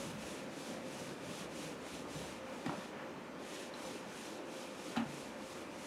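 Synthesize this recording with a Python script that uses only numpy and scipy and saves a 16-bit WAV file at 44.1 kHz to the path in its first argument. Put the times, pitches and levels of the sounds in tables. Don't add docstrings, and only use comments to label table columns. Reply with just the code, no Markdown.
import sys
import numpy as np
from scipy import signal
from scipy.fft import rfft, irfft
from scipy.io import wavfile
from scipy.ndimage import uniform_filter1d

SR = 44100
rng = np.random.default_rng(int(sys.argv[2]) if len(sys.argv) > 2 else 0)


def unload_audio(sound):
    columns = np.transpose(np.atleast_2d(sound))
    steps = np.round(np.clip(columns, -1, 1) * 32767)
    wavfile.write(sys.argv[1], SR, steps.astype(np.int16))


def level_to_linear(level):
    exponent = np.asarray(level, float) / 20
    return 10 ** exponent


N = 258426


def evened(x):
    return x / np.sqrt(np.mean(x ** 2) + 1e-20)


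def read(points, hz):
    f, value = np.transpose(points)
    return np.interp(np.log(hz + 1), np.log(f + 1), value)


def curves(rows):
    s, *columns = np.transpose(rows)
    return [np.interp(np.arange(N) / SR, s, column) for column in columns]


def add(mix, s, sound):
    part = mix[round(s * SR):][:len(sound)]
    part += sound[:len(part)]


def resonate(x, hz, width):
    turn = np.exp(2j * np.pi * np.cumsum(hz * np.ones(len(x))) / SR)
    r = np.exp(-np.pi * width / SR)
    return 2 * (turn * signal.lfilter([1 - r], [1, -r], x / turn)).real


def resonate_twice(x, hz, width):
    return resonate(resonate(x, hz, width), hz, width)


def drift(seconds):
    size = int(seconds * SR) + 1
    return evened(uniform_filter1d(uniform_filter1d(rng.standard_normal(N), size), size))


def noise(spectrum, patchy_db):
    hz = np.fft.rfftfreq(1024, 1 / SR)
    real, imag, patches = rng.standard_normal((N // 256 + 5, 513, 3)).T
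    patches = uniform_filter1d(patches, size=8, axis=0)
    patches = evened(uniform_filter1d(patches, size=12, axis=1))
    z = (real + 1j * imag) * level_to_linear(read(spectrum, hz)[:, None] + patchy_db * patches)
    return evened(signal.istft(z, nperseg=1024, noverlap=768)[1][:N])


# f/Hz, level/(dB per Hz)
AIR = [(18, -50), (30, -17), (108, -25.5), (208, -1.5), (284, 2.5), (444, -3.5), (519, -1), (710, -8.5),
       (899, -9.5), (2080, -16), (2430, -17.5), (4100, -26), (6390, -29), (10800, -39.5), (15600, -55.5)]
# multiple of the blade rate, level/dB
BLADE = [(2, -66), (3, -72), (5, -77), (6, -74), (8, -75)]
# f/Hz, width/Hz, level/dB
WHISTLES = [(525, 12, -59.5), (1223, 5, -73), (1394, 25, -74), (2435, 4, -77), (2583, 4, -76)]


def projector():
    blade_hz = 295.3
    turn = 2 * np.pi * np.cumsum(blade_hz * (1 + 0.001372 * drift(0.402))) / SR
    blades = np.zeros(N)
    for k, db in BLADE:
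        blades += np.sqrt(2) * level_to_linear(db + 2.5 + 2.05 * drift(0.22)) * np.sin(k * turn)
    hiss = rng.standard_normal(N)
    whistles = sum(level_to_linear(db) * evened(resonate_twice(hiss, hz, w)) for hz, w, db in WHISTLES)
    return level_to_linear(-48.5) * noise(AIR, patchy_db=1.32) + blades + whistles


# t/s, low f/Hz, high f/Hz, level/dB
SIDE_BURSTS = [(0.633, 4600, 5700, -66.0), (0.868, 8200, 9700, -73.0), (1.074, 13700, 15600, -86.0),
               (1.263, 13000, 14500, -84.0), (1.588, 8900, 11100, -68.0), (1.588, 14400, 15600, -91.0),
               (1.985, 6800, 9000, -68.0), (2.168, 5600, 7700, -65.0), (2.261, 5700, 7000, -68.0),
               (2.261, 9600, 11100, -71.0), (2.775, 5100, 6400, -70.0), (2.775, 6800, 8400, -73.0),
               (3.866, 5100, 6900, -64.0), (3.86, 11000, 12500, -76.0), (4.214, 10300, 11800, -73.0),
               (5.346, 4200, 5200, -75.0)]


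def side_bursts():
    side, hz = np.zeros(N), np.fft.rfftfreq(2048, 1 / SR)
    bursts = rng.standard_normal((len(SIDE_BURSTS), 2048))
    for (s, low, high, db), burst in zip(SIDE_BURSTS, bursts):
        band = evened(irfft(rfft(burst) * (hz > low) * (hz < high)))
        add(side, s - 1024 / SR, level_to_linear(db + 2.5) * band * np.hanning(2048) ** 1.5)
    return np.array([side, -side])


# f/Hz, t60/s
ROOM = [(150, 0.77), (1000, 0.46), (4000, 0.21), (12000, 0.15)]


def classroom(x):
    taps = np.zeros(SR)
    at = np.arange(200, SR - 20, 20)
    taps[at + rng.integers(0, 20, len(at))] = rng.choice([-1., 1.], len(at))
    hz, t, z = signal.stft(taps, SR, nperseg=256)
    decay = level_to_linear(-60 * t / read(ROOM, hz)[:, None])
    tail = signal.istft(z * decay, SR, nperseg=256)[1]
    return signal.fftconvolve(x, tail / np.linalg.norm(tail))[:N]


# t/s, length/s, effort/dB, share of the stroke at top speed, panel share/dB
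STROKES = [(-.13, .29, -54.5, 0.55, 2.5), (0.164, 0.31, -56, 0.38, 3), (0.48, 0.34, -56.5, 0.55, 2.5),
           (0.812, 0.37, -57, 0.48, 2.5), (1.178, 0.29, -56, 0.75, 2.5), (1.491, 0.28, -56, 0.48, 3),
           (1.776, .266, -57.5, 0.68, 4), (2.061, 0.36, -56.5, 0.37, 3.5), (2.428, 0.31, -65, 0.38, 4.5),
           (2.636, 0.28, -62.5, 0.62, 6), (3.393, 0.32, -57, .55, 3.5), (3.731, 0.32, -57, 0.42, 3.5),
           (4.047, .38, -57.5, 0.46, 3), (4.44, 0.31, -59, 0.57, 4), (4.727, 0.31, -58, 0.48, 3),
           (5.029, .33, -59, 0.41, 2.5), (5.35, 0.33, -59.5, 0.56, 3), (5.676, 0.49, -55.5, 0.69, 1)]


def sweep():
    overrun_s = 0.019
    t = np.arange(N) / SR
    rub, panel, dust = level_to_linear(-81.5), level_to_linear(-75), level_to_linear(-79)
    for s, length, db, fastest, panel_db in STROKES:
        moments = [s - overrun_s, s + fastest * length, s + length + overrun_s]
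        arch = abs(np.sin(np.interp(t, moments, [0, np.pi / 2, np.pi])))
        rub = rub + level_to_linear(db) * arch ** 1.1
        panel = panel + level_to_linear(db + panel_db) * arch ** 0.94
        dust = dust + level_to_linear(db - 14) * arch ** 1.6
    return 20 * np.log10([rub, panel / rub, dust / rub])


# f/Hz, level/(dB per Hz)
RUMBLE = [(60, -35), (110, -6.5), (160, 4), (240, 5), (330, -20.5), (500, -41.5)]
# f/Hz, level/(dB per Hz)
DRAG = [(400, -25.5), (800, 2.5), (1200, -0.5), (1700, -5), (2200, -9.5), (3000, -10.5), (4000, -40)]
# t/s, lean level/dB, deep sway share/dB
LEAN = [(0, -42.5, -17), (.15, -40, -14), (.4, -48, -14), (.65, -55, -20), (.8, -49, -10), (1.13, -49, -20),
        (1.5, -47, -15), (1.9, -51, -9.5), (2.2, -48, -5), (2.65, -54.5, -10), (3.0, -49.5, -17),
        (3.38, -55, -12), (3.6, -58, -9), (4.1, -51, -15), (4.6, -58.5, -15), (5.03, -53, -9),
        (5.4, -56, -7), (5.86, -59, -3)]
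# t/s, level/dB, length/s
SCRAPES = [
    (0.12, -60, 0.044),
    (1.38, -54, 0.042),
    (2.502, -47, 0.042),
    (2.675, -46.5, 0.017),
    (3.015, -49, 0.071),
    (3.8, -53, 0.091),
    (4.988, -41.5, 0.031),
]


def flexing():
    lean_db, sway_db = curves(LEAN)
    effort_db, t = sweep()[0], np.arange(N) / SR
    rumble = level_to_linear(lean_db - 8.0 + 1.56 * drift(0.12)) * noise(RUMBLE, patchy_db=1.5)
    sway = evened(resonate_twice(rng.standard_normal(N), 72, 50))
    drag = level_to_linear(-56.5 + 0.22 * (lean_db + 59) + 0.16 * (effort_db - effort_db.mean()))
    scrapes = sum(level_to_linear(2 * db) * np.exp(-((t - s) / length) ** 2) for s, db, length in SCRAPES)
    drag = np.sqrt(drag ** 2 + scrapes)
    dragging = drag * level_to_linear(-5.5 + 1.0 * drift(0.02)) * noise(DRAG, patchy_db=1.0)
    return rumble + level_to_linear(lean_db + sway_db - 6.5) * sway + dragging


# t/s, level/dB, length/s, f/Hz, width/Hz
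SMEARS = [
    (1.374, -59, .06, 3200, 1600),
    (1.635, -60, .04, 2600, 800),
    (2.5, -61, .04, 1310, 900),
    (3.0, -56.5, 0.046, 1700, 895),
    (3.57, -59.5, .06, 3320, 1500),
]


def smears():
    t, hiss = np.arange(N) / SR, rng.standard_normal(N)
    out = np.zeros(N)
    for s, db, length, hz, width in SMEARS:
        swell = np.exp(-((t - s) / length) ** 2 / 2)
        out += level_to_linear(db) * swell * evened(resonate_twice(hiss, hz, width))
    return out


# t/s, level/dB, f/Hz, width/Hz, length/s
TICKS = [(2.6605, -40, 1870, 500, .004), (2.661, -45, 6300, 1500, .003), (2.6625, -37, 2600, 2200, .004),
         (2.6947, -31, 950, 900, .004), (2.699, -36, 800, 600, .008), (2.722, -40, 700, 600, .004),
         (2.737, -39, 700, 600, .004), (2.9357, -46, 1430, 700, .003), (3.7385, -45, 3900, 600, .004),
         (3.741, -52, 5600, 1500, .014), (4.9618, -32.5, 1300, 800, .006), (4.964, -46, 6500, 1200, .005),
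         (4.966, -35, 3100, 1800, .005), (4.967, -34, 800, 300, .008), (4.973, -35, 2600, 900, .006),
         (4.9805, -29, 900, 1300, .001), (4.972, -42, 1700, 2000, .012), (2.663, -36, 700, 700, .01),
         (4.963, -52, 10500, 4000, .005), (4.969, -43, 4000, 1200, .005), (2.664, -45, 4200, 2000, .005)]


def ticks():
    out, t = np.zeros(N), np.arange(2500) / SR
    bursts = rng.standard_normal((len(TICKS), 2500))
    for (s, db, hz, width, length), burst in zip(TICKS, bursts):
        shove = burst * np.exp(-t / length) + 7.5 * signal.unit_impulse(2500)
        tick = resonate_twice(shove, hz, width)
        add(out, s, level_to_linear(db) * tick / abs(tick).max())
    return out


# f/Hz, level/dB, t60/s
PANEL = [(110, -18, .5), (165, -14, .4), (231, 0, .8), (273, -6, .6), (330, -16, .15), (410, -15, .15),
         (520, -20, .1), (730, -15, .12), (840, -14, .2), (1070, -19, .1), (1330, -20, .12),
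         (2500, -26, .1)]
# t/s, level/dB, pitch factor by place struck, time until muted/s
BLOWS = [(0.026, -48.5, 1.2, 0.055), (0.124, -49, 0.68, 0.019), (0.682, -44.5, 0.99, 0.068),
         (1.07, -52, 0.58, 0.053), (1.64, -50.5, 0.69, 0.093), (2.151, -40, 0.66, 0.008),
         (2.203, -48, 0.78, 0.014), (2.676, -39.5, 0.65, 0.012), (2.721, -40, 1.3, 0.0061),
         (2.773, -43, 0.81, 0.012), (4.727, -58, 1.7, 0.026), (5.049, -49, 0.62, 0.2)]
KNOCKS = [
    (2.658, -36, 1.05, .016),
    (2.693, -40, 1.3, .016),
    (4.9675, -31, 1., .066),
]


def knocks():
    out, t = np.zeros(N), np.arange(SR // 4) / SR
    for s, db, pitch, muted in BLOWS + KNOCKS:
        ring = np.zeros(len(t))
        for k, (hz, mode_db, t60) in enumerate(PANEL):
            sign = (-1) ** k
            build_up = 1 - np.exp(-2 * t * hz)
            ring += sign * level_to_linear(mode_db - 60 * t / t60) * build_up * np.sin(2 * np.pi * hz * pitch * t)
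        add(out, s, level_to_linear(db - 530 * np.maximum(t - muted, 0)) * ring)
    return out


# f/Hz, width/Hz, level/dB
FELT_PEAKS = [(2450, 1290, 2), (3630, 1760, 1), (5980, 3580, 6), (10020, 3840, 1.5), (12550, 4300, 0)]


def eraser():
    effort_db, panel_db, dust_db = sweep()
    slip_db = 2.0 * np.minimum(rng.exponential(1, N), 5) + 0.53 * drift(0.02)
    slips = rng.standard_normal(N) * level_to_linear(slip_db)
    speed = level_to_linear(0.0079 * (effort_db - effort_db.mean()))
    bands = [level_to_linear(db) * resonate_twice(slips, f * speed, w) for f, w, db in FELT_PEAKS]
    tilt = level_to_linear(0.7 * drift(0.04))
    panel = evened(bands[0] * tilt - bands[1] / tilt) * level_to_linear(panel_db - 3.0)
    felt = evened(bands[2] - bands[3])
    dust = evened(bands[4]) * level_to_linear(dust_db - 3.5)
    return level_to_linear(effort_db) * (panel + felt + dust)


def scene():
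    rub, edge, blows = eraser(), ticks(), knocks()
    echoes = classroom(level_to_linear(-22.5) * rub + level_to_linear(-5.5) * edge + level_to_linear(-18) * blows)
    mono = rub + edge + blows + echoes + flexing() + projector() + smears()
    return np.array([mono, mono])


def low_pass(x):
    return signal.sosfilt(signal.butter(12, 15700, fs=SR, output="sos"), x)


def record(dry):
    heard = signal.sosfilt(signal.butter(2, 55, "highpass", fs=SR, output="sos"), dry)
    heard = heard + level_to_linear(-87.5) * rng.standard_normal(dry.shape) + side_bursts()
    heard = signal.oaconvolve(heard, signal.firwin(255, 16100, fs=SR)[None], "same")
    return low_pass(heard)


dry = scene()
out = record(dry)
unload_audio(out)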